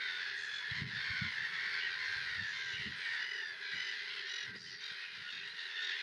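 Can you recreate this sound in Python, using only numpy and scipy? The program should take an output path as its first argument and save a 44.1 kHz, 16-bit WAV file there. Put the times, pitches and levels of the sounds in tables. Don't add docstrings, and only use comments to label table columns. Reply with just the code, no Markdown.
import sys
import numpy as np
from scipy import signal
from scipy.fft import rfft, irfft, next_fast_len
from scipy.io import wavfile
from scipy.ndimage import uniform_filter1d

SR = 44100
rng = np.random.default_rng(int(sys.argv[2]) if len(sys.argv) > 2 else 0)


def voltage_ratio(decibels):
    exponent = np.asarray(decibels, float) / 20
    return 10 ** exponent


def persist_wave(psi):
    counts = np.round(np.clip(psi, -1, 1) * 32767).astype(np.int16)
    wavfile.write(sys.argv[1], SR, np.atleast_2d(counts).T)


N = 265482
T = np.arange(N) / SR

# (t/s, effort/dB, beak opening/dB, shrillness/dB)
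COLONY = [(0, -42, 1, 0), (.3, -41, 2, 0), (.57, -44, -2, -1), (.77, -39.5, 0, 0), (1.1, -39, 0, 0),
          (1.4, -40, 0, -3), (1.7, -39, -1, 1), (2.35, -41, 0, 1), (2.85, -45, 5, -3), (3.15, -39, -1, 0),
          (3.47, -47, -3, -2), (3.74, -41, 1, 0), (4.3, -48, 8, 0), (4.48, -46, 0, 1), (4.85, -49, 6, 2),
          (5.2, -49.5, 6.5, -2), (5.68, -45, 5, -5), (6.02, -44, 7, -6)]
YELP = .04


def curves(table):
    s, *columns = np.transpose(table)
    return [np.interp(T, s, c) for c in columns]


def shape_db(hz, table):
    f, db = np.transpose(table)
    return np.interp(np.log(np.maximum(hz, 1)), np.log(f), db)


def unit(x):
    return x / np.sqrt(np.mean(x ** 2))


def walk(rate, size):
    knots = int(size * rate / SR) + 2
    return np.interp(np.arange(size) * rate / SR, np.arange(knots), 1.2 * rng.standard_normal(knots))


def tint(x, gain):
    size = 2 * next_fast_len(len(x) // 2 + 1)
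    hz = np.arange(size // 2 + 1) * SR / size
    return irfft(rfft(x, size) * gain(hz), size)[:len(x)]


def bump(hz, centre_hz, octaves):
    return np.exp(-.5 * (np.log2(np.maximum(hz, 1) / centre_hz) / octaves) ** 2)


def add(out, s, x):
    i = int(s * SR)
    x, i = x[max(-i, 0):], max(i, 0)
    out[i:i + len(x)] += x[:N - i]


def swell(s, db, rise, fall):
    return voltage_ratio(db - 20 * np.maximum((s - T) / rise, (T - s) / fall))


def duck_db():
    # (deepest point/s, depth/dB, recovery/s)
    ducks = [
        (.85, -8, .11),
        (1.5, -3, .06),
        (2.91, -3, .08),
        (3.55, -4, .07),
        (4.24, -2, .06),
        (4.53, -8, .04),
        (4.59, -13, .2),
        (4.77, -9, .06),
        (5.1, -2, .06),
        (5.52, -5, .06),
    ]
    attack_s = .035
    return sum(db * np.interp(T, [s - attack_s, s, s + back], [0, 1, 0]) for s, db, back in ducks)


def throat(hz):
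    # (f/Hz, level/dB)
    formants = [(600, -52), (900, -20.5), (1250, -12), (1550, 2), (1900, 3.5), (2300, -4), (2750, -10),
                (3500, -5.5), (4300, -7.5), (4900, -13), (5600, -22.5), (6800, -30), (9000, -47),
                (14000, -57.5)]
    return voltage_ratio(shape_db(hz, formants))


def cry(hz, gain, throb_hz, depth, rough, half=0., edge=0.095, count=12, start=None, yelp=0.):
    size = len(hz)
    loose = start is None
    first = rng.random() if loose else start
    throb = throb_hz * (1 + 0.058 * loose * walk(26.25, size))
    beat = 2 * np.pi * (first + np.cumsum(throb) / SR)
    shaky_hz = hz * (1 + rough * walk(900, size) + yelp * np.sin(beat))
    phase = 2 * np.pi * np.cumsum(shaky_hz) / SR
    steps = np.arange(3, 2 * count + 1) / 2 if half else np.arange(1, count + 1)
    x = 0
    for k in steps:
        level = np.repeat(gain(k, k * hz[::64]), 64)[:size]
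        x = x + level * (half if k % 1 else 1) * np.sin(k * phase)
    gate = 1 - depth * (.5 - .5 * np.tanh(4.1 * np.cos(beat) + 0.46))
    return x * unit(gate * voltage_ratio(1.63 * walk(39.6, size))) * signal.windows.tukey(size, 2 * edge)


def chorus(count=115):
    out = np.zeros(N)
    for i, (late, high, long, fast, falling) in enumerate(rng.random((count, 5))):
        t = np.linspace(0, 1, int((.2 + .35 * long) * SR))
        pitch = (740 + 310 * high) * (1 + .07 * np.sin(np.pi * t ** .7) - .12 * falling * t)
        call = cry(pitch, lambda k, f: throat(f), throb_hz=45 + 55 * fast, depth=.9, rough=.025,
                   count=8, yelp=YELP * falling)
        add(out, (i + late) / count * 6.3 - .3, voltage_ratio(-10 * long) * call)
    tail = np.arange(int(.25 * SR)) / SR
    echo = rng.standard_normal(len(tail)) * np.exp(-tail / 0.071)
    out = out + voltage_ratio(-41) * signal.fftconvolve(out, echo)[:N]
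    out = out * signal.windows.tukey(N, .002)
    low = lambda f: 1 / (1 + (f / 2400) ** 16)
    under = lambda f: 1 / (1 + (f / 3900) ** 16)
    top = lambda f: 1 - 1 / (1 + (f / 5200) ** 16)
    parts = [tint(out, g) for g in (low, lambda f: under(f) - low(f), top)]
    parts.append(out - sum(parts))
    body, middle, shrill, upper = [x / np.sqrt(uniform_filter1d(x ** 2, size=6000) + 1e-9) for x in parts]
    effort_db, open_db, shrill_db = curves(COLONY)
    mix = body + voltage_ratio(-8 + open_db) * middle
    mix = mix + voltage_ratio(-21.5 + .65 * open_db) * shrill
    mix = mix + voltage_ratio(-11 + open_db + shrill_db) * upper
    return voltage_ratio(effort_db - 3 + duck_db()) * mix


def throaty_calls():
    # (t/s, length/s, first pitch f/Hz, last pitch f/Hz, level/dB)
    rasps = [(-.05, .25, 775, 720, -50), (.148, .3, 829, 809, -50), (.351, .14, 979, 832, -52),
             (.597, .21, 880, 856, -56), (.881, .28, 850, 909, -49.5), (1.1, .19, 761, 711, -48),
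             (1.303, .18, 880, 850, -47), (1.501, .096, 660, 654, -59), (1.7, .25, 960, 940, -47),
             (1.974, .15, 995, 1065, -46.5), (1.998, .25, 817, 769, -49.5), (2.968, .25, 1143, 1100, -52),
             (3.617, .19, 827, 784, -52.5), (4.48, .12, 990, 930, -56), (4.625, .17, 990, 960, -56),
             (4.85, .24, 960, 910, -55), (3.85, .25, 1000, 1040, -52), (5.72, .28, 920, 872, -48.5),
             (-.04, .14, 1125, 1110, -51), (1.02, .24, 1180, 1090, -54), (4.14, .36, 880, 985, -51),
             (5.84, .17, 1010, 880, -49), (5.74, .18, 740, 720, -54), (1.55, .33, 790, 765, -51),
             (2.76, .2, 985, 960, -51), (.42, .13, 900, 820, -51), (4.44, .13, 800, 770, -54)]
    # (t/s, length/s, first f/Hz, last f/Hz, level/dB)
    wails = [(-.04, .16, 1015, 975, -48), (.27, .27, 1010, 820, -49), (.6, .23, 855, 900, -50),
             (1.2, .28, 1135, 950, -51), (1.53, .4, 1135, 1120, -51), (1.5, .24, 985, 965, -48),
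             (2.04, .17, 795, 775, -49), (2.19, .39, 990, 800, -44.5), (2.56, .25, 810, 770, -48),
             (2.64, .14, 1000, 990, -52), (3.02, .25, 930, 840, -45), (3.26, .34, 960, 810, -48),
             (3.62, .25, 1150, 1160, -55)]
    # (t/s, length/s, first f/Hz, last f/Hz, level/dB)
    thin_wails = [
        (-.05, .28, 930, 888, -49.5),
        (.93, .16, 905, 895, -55),
        (1.9, .25, 1060, 1030, -55),
        (3.1, .16, 865, 870, -56),
        (3.36, .23, 930, 835, -57.5),
        (1.17, .16, 885, 840, -54),
        (2.1, .22, 1045, 1025, -55),
        (2.5, .22, 890, 925, -55),
        (3.6, .17, 975, 985, -59),
        (4.74, .22, 1190, 1165, -61),
    ]
    # (t/s, length/s, first pitch f/Hz, level/dB, throat f/Hz)
    rattles = [(.332, .32, 910, -65, 6420), (.9, .4, 914, -55, 4300), (1.615, .27, 940, -54.5, 4360),
               (2.026, .13, 950, -61.5, 5450), (2.4, .4, 985, -64, 5800), (3.3, .24, 990, -60, 4750),
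               (3.606, .15, 890, -56, 3600), (4.085, .068, 567, -50, 2980), (4.165, .045, 533, -49, 2870),
               (4.54, .28, 965, -55.5, 4750), (4.62, .16, 1030, -62, 5000), (4.63, .14, 1090, -61, 4500),
               (4.53, .2, 985, -76, 6900), (4.58, .18, 940, -83, 9300), (2.92, .3, 1000, -75, 8300),
               (.33, .15, 1000, -75, 8500), (4.93, .27, 640, -56, 2550), (5.306, .17, 664, -53.5, 2450),
               (5.549, .1, 614, -53, 3700), (5.68, .4, 900, -50.5, 3450)]
    sag, rattle_octaves = .05, .19
    calls = [(*c, c[2] + c[3], .02, .15) for c in rasps]
    calls += [(s, n, hz, hz * (1 - sag), db, f, .029, rattle_octaves) for s, n, hz, db, f in rattles]
    calls += [(*c, c[2] + c[3], .015, .15) for c in wails]
    calls += [(*c, 2 * (c[2] + c[3]), .012, .15) for c in thin_wails]
    out = np.zeros(N)
    for s, length, hz, end_hz, db, throat_hz, shake, octaves in calls:
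        pitch = hz + (end_hz - hz) * np.linspace(0, 1, int(length * SR)) ** 1.3
        colour = lambda f: bump(f, throat_hz, octaves) + 0.16 * throat(f) * throat(throat_hz) ** .5
        depth = min(.55 + throat_hz / 10000, .95)
        source = cry(pitch, lambda k, f: 1 + 0 * f, throb_hz=87, depth=depth, rough=shake, edge=.25,
                     count=10, yelp=.7 * shake)
        add(out, s, voltage_ratio(db) * unit(tint(source, colour)))
    return out


def air():
    # (f/Hz, level/dB per Hz)
    haze = [(15, -84), (25, -41), (145, -34.5), (290, -41.5), (399, -16.5), (679, -28), (1220, -17),
            (1430, -2.5), (1870, -3.5), (2570, -14), (4740, -15), (6800, -35.5), (7860, -35.5), (9220, -32),
            (14500, -51)]
    hiss = unit(tint(rng.standard_normal(N), lambda f: voltage_ratio(shape_db(f, haze))))
    effort_db = curves(COLONY)[0]
    level_db = -52 + .5 * (effort_db - effort_db.mean()) + .6 * duck_db()
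    return voltage_ratio(level_db + 1.2 * walk(12, N)) * hiss


def toads():
    # (peak t/s, peak level/dB, rise by 20 dB/s, fall by 20 dB/s)
    bouts = [(.1, -63, .5, .4), (.36, -64, .4, .5), (.7, -64, .09, .1), (.8, -63, .05, .3),
             (1.45, -68, .5, .8), (1.8, -62, .9, .8), (2.3, -70, 1.2, .6), (2.65, -68, .1, .6),
             (2.88, -58.5, .4, .07), (3.4, -61.5, .5, .22), (3.6, -63, .08, .55), (4.25, -62, 2.2, 1.5),
             (4.56, -62, 1.5, .05), (4.74, -65, .12, .08), (5.49, -66, .5, .05), (5.66, -67.5, .1, 1.5),
             (5.93, -62.5, .6, .4)]
    hoots = tint(rng.standard_normal(N), lambda f: bump(f, 400, 0.12)) * voltage_ratio(1.5 * walk(20, N))
    return voltage_ratio(-3.3) * np.max([swell(*bout) for bout in bouts], axis=0) * unit(hoots)


def wind():
    # (t/s, level/dB)
    breeze = [
        (0, -72),
        (.6, -70),
        (1.4, -63),
        (2.05, -69),
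        (2.65, -65),
        (3.15, -73),
        (3.7, -80),
        (4.1, -73),
        (4.95, -88),
        (6.02, -95),
    ]
    # (peak t/s, peak level/dB, rise by 20 dB/s, fall by 20 dB/s, centre f/Hz)
    gusts = [(.42, -69, .2, .4, 120), (.74, -54, .07, .2, 128), (.82, -35.5, .07, .11, 140),
             (.95, -48.5, .1, .16, 139), (1.13, -47, .12, .2, 120), (1.24, -37, .03, .065, 141),
             (2.21, -57, .2, .25, 108), (2.43, -46.5, .13, .045, 130), (2.8, -54, .2, .2, 150),
             (2.87, -42.5, .03, .1, 157), (3.37, -67, .07, .07, 137), (3.62, -68, .3, .08, 177),
             (3.75, -52.5, .03, .1, 158), (3.94, -73, .2, .25, 228), (4.49, -52, .07, .3, 128),
             (4.56, -50, .09, .07, 230), (4.69, -57, .06, .24, 193), (4.93, -72, .2, .04, 154),
             (5.2, -58, .12, .1, 150), (5.36, -62, .07, .3, 188), (2.1, -62, .06, .06, 70),
             (2.32, -59, .1, .1, 70), (2.66, -60, .1, .08, 72)]
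    # (t/s, peak level/dB, f/Hz)
    thumps = [(0.394, -64, 110), (0.703, -64, 61.9), (0.709, -36.5, 116), (0.813, -37, 181),
              (1.096, -38, 93), (1.213, -29.5, 146), (1.895, -58, 102), (2.001, -57, 107),
              (2.154, -50, 96.4), (2.371, -47, 83.4), (2.73, -49, 100), (2.79, -42, 132), (2.805, -44, 135),
              (2.857, -39, 169), (3.511, -62, 110), (3.744, -57, 142), (4.486, -53, 109), (4.651, -56, 153),
              (4.91, -55, 159), (5.126, -73, 186), (5.328, -56, 258), (5.534, -60, 162), (3.93, -62, 270),
              (3.97, -63, 260), (5.55, -63, 280), (5.83, -68, 260)]
    blows = [(voltage_ratio(curves(breeze)[0]), 145)] + [(swell(*g[:4]), g[4]) for g in gusts]  # (gain, Hz)
    gain = np.max([g for g, _ in blows], axis=0)
    hz = sum(g * f for g, f in blows) / sum(g for g, _ in blows)
    rumble = 0
    for centre_hz in (66.4, 97, 135, 190, 288):
        band = unit(tint(rng.standard_normal(N), lambda f: bump(f, centre_hz, 0.25)))
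        rumble = rumble + band * bump(hz, centre_hz, 0.56) * voltage_ratio(2.07 * walk(25, N))
    out = voltage_ratio(-7.5) * gain * rumble
    for s, peak_db, thump_hz in thumps:
        cycles = np.arange(int(2.5 * SR / thump_hz)) / SR * thump_hz
        add(out, s, voltage_ratio(peak_db - 2.0) * np.sin(2 * np.pi * cycles) * np.hanning(len(cycles)))
    return out


def trills():
    # (middle throb t/s, length/s, top pitch f/Hz, level/dB, head turn/0-1)
    phrases = [
        (.565, .33, 858, 2.5, 1),
        (2.7085, .36, 985, -10, .45),
        (3.3166, .35, 990, -1, 0),
        (3.8499, .26, 1013, 0, .15),
        (4.3645, .27, 977, -1, .5),
        (4.8625, .18, 940, 1, 1),
        (5.3538, .18, 930, 1.5, 1),
        (5.8731, .21, 944, 4.5, .9),
    ]
    head_db = [
        (-70, -47, -49.5, -68, -55.5, -66, -84, -90),
        (-75, -53, -51, -49, -59, -56.5, -75, -88),
        (-85, -60, -65, -50, -61, -67, -74, -81),
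    ]
    throb_hz = 44
    arch, flat_hz = .092, 820
    out = np.zeros(N)
    for s, length, hz, db, turn in phrases:
        t = np.arange(-length / 2, length / 2, 1 / SR)
        levels_db = [db + np.interp(turn, (0, .5, 1), k_db) for k_db in np.transpose(head_db)]
        gain = lambda k, f: np.sqrt(2) * voltage_ratio(np.interp(k, np.arange(1, 9), levels_db) + 0 * f)
        drop = arch * min((hz - flat_hz) / (950 - flat_hz), 1)
        pitch = hz * (1 - drop * (2 * t / length) ** 2)
        half = .5 * np.interp(turn, (.3, .5, 1), (.1, 1, .6))
        edge = .27 + .2 * max(2 * turn - 1, 0)
        add(out, s - length / 2, cry(pitch, gain, throb_hz=throb_hz, depth=.88, rough=.009, half=half,
                                     edge=edge, count=8, start=-throb_hz * length / 2))
    return out


def clear_notes():
    # (t/s, length/s, first f/Hz, last f/Hz, level/dB)
    peeps = [(0.69, .035, 3850, 3950, -51), (.69, .045, 3380, 3230, -52), (1.16, 0.046, 2050, 2090, -45),
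             (1.43, .05, 1870, 1880, -46), (2.685, .03, 3520, 3500, -54), (4.656, .06, 3060, 3090, -59),
             (5.21, .13, 1440, 1443, -55), (5.269, 0.049, 2950, 2870, -52), (5.49, .05, 4120, 4050, -55),
             (5.638, .04, 3980, 3960, -53), (3.44, .13, 4780, 4540, -62), (3.5, .08, 660, 620, -73),
             (3.41, .05, 880, 870, -68), (1.93, .16, 1040, 1010, -62), (4.548, .03, 4850, 4800, -57),
             (1.53, .06, 3450, 3440, -54), (4.8, .04, 5900, 6000, -66), (.6, .05, 990, 980, -62)]
    out = np.zeros(N)
    for s, length, hz, end_hz, db in peeps:
        pitch = np.linspace(hz, end_hz, int(length * SR))
        note = cry(pitch, lambda k, f: k ** -6.0 + 0 * f, throb_hz=70, depth=.4, rough=0.025, edge=0.35, count=2)
        add(out, s, voltage_ratio(db) * unit(note))
    return out


def squawks():
    # (t/s, length/s, first f/Hz, last f/Hz, level/dB)
    yelps = [
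        (1.795, .09, 2830, 3030, -47.5),
        (1.785, .04, 3250, 3520, -52),
        (1.865, .05, 2750, 2600, -54),
        (2.722, .06, 2800, 2950, -47),
        (2.76, .065, 2350, 2200, -51),
        (2.78, .12, 2900, 2850, -53),
        (3.03, .06, 3000, 3000, -53),
        (5.03, .045, 2450, 2550, -54),
        (5.755, .06, 2900, 2900, -52),
        (5.91, .06, 2800, 2750, -52),
    ]
    out = np.zeros(N)
    for s, length, hz, end_hz, db in yelps:
        pitch = np.linspace(hz, end_hz, int(length * SR))
        squawk = cry(pitch, lambda k, f: k ** -6.0 + 0 * f, throb_hz=87, depth=.8, rough=.02, edge=.25,
                     count=2, yelp=YELP)
        add(out, s, voltage_ratio(db) * unit(squawk))
    return out


def ticks():
    # (t/s, peak level/dB, centre f/Hz, width/octaves)
    clicks = [
        (4.558, -51, 310, .55),
        (4.864, -62, 8500, .6),
        (3.53, -60, 640, .25),
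        (3.63, -61, 850, .3),
        (3.76, -59, 700, .6),
        (4.565, -61, 800, .4),
    ]
    out = np.zeros(N)
    for s, db, hz, octaves in clicks:
        burst = tint(rng.standard_normal(1024) * np.hanning(1024) ** 4, lambda f: bump(f, hz, octaves))
        add(out, s - 512 / SR, voltage_ratio(db) * burst / np.abs(burst).max())
    return out


def scene():
    mid = chorus() + throaty_calls() + air() + toads() + wind() + trills() + clear_notes() + squawks() + ticks()
    lag = int(.004 * SR)
    return mid + voltage_ratio(-27) * np.roll(mid, lag) * np.array([[1], [-1]])


def thin_treble(x, from_hz=6850, reach=1.25):
    # (f/Hz, share of side cells kept)
    side_kept = [(900, .7), (1500, .08), (4500, .12), (7500, .6), (8500, 1)]
    # (f/Hz, share of the time left empty)
    dead_bands = [(6450, .12), (7080, .5), (7700, .45), (8500, .25)]
    grid = dict(window="cosine", nperseg=2048, noverlap=1024)
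    f, _, cells = signal.stft(np.pad(x, ((0, 0), (0, 4096)), mode="reflect"), SR, **grid)
    size = np.abs(cells).mean(axis=0)
    frames = size.shape[1]
    around = uniform_filter1d(uniform_filter1d(size, size=41, axis=0), size=5, axis=1)
    kept = (size > reach * around) | (f[:, None] < from_hz)
    for hz, share in dead_bands:
        awake = np.repeat(rng.random(frames), 3)[:frames] > share
        kept &= (np.abs(f[:, None] - hz) > 75) | awake
    band = (7 * np.log2(1 + f / 300)).astype(int)
    wide = rng.random((band.max() + 1, frames))[band] < shape_db(f, side_kept)[:, None]
    mid, side = (cells[0] + cells[1]) / 2, (cells[0] - cells[1]) / 2 * wide
    return signal.istft(np.array([mid + side, mid - side]) * kept, SR, **grid)[1][:, :N]


def band_limit(x):
    return signal.sosfilt(signal.butter(12, 14760, fs=SR, output="sos"), x)


def record(dry):
    # (f/Hz, level/dB per Hz)
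    self_noise = [(15, -36), (40, -9), (157, -6.5), (290, -9), (411, -1), (681, -4), (1440, -7),
                  (1780, -27), (2030, -16), (5750, -21), (7910, -22.5), (9290, -9), (14600, -23.5)]
    colour = lambda f: voltage_ratio(shape_db(f, self_noise))
    hiss = [voltage_ratio(-75.5) * unit(tint(port, colour)) for port in rng.standard_normal((2, N))]
    low_cut = signal.butter(2, 55, "high", fs=SR, output="sos")
    ports = signal.sosfilt(low_cut, dry + hiss)
    return band_limit(thin_treble(ports))


dry = scene()
out = record(dry)
persist_wave(out)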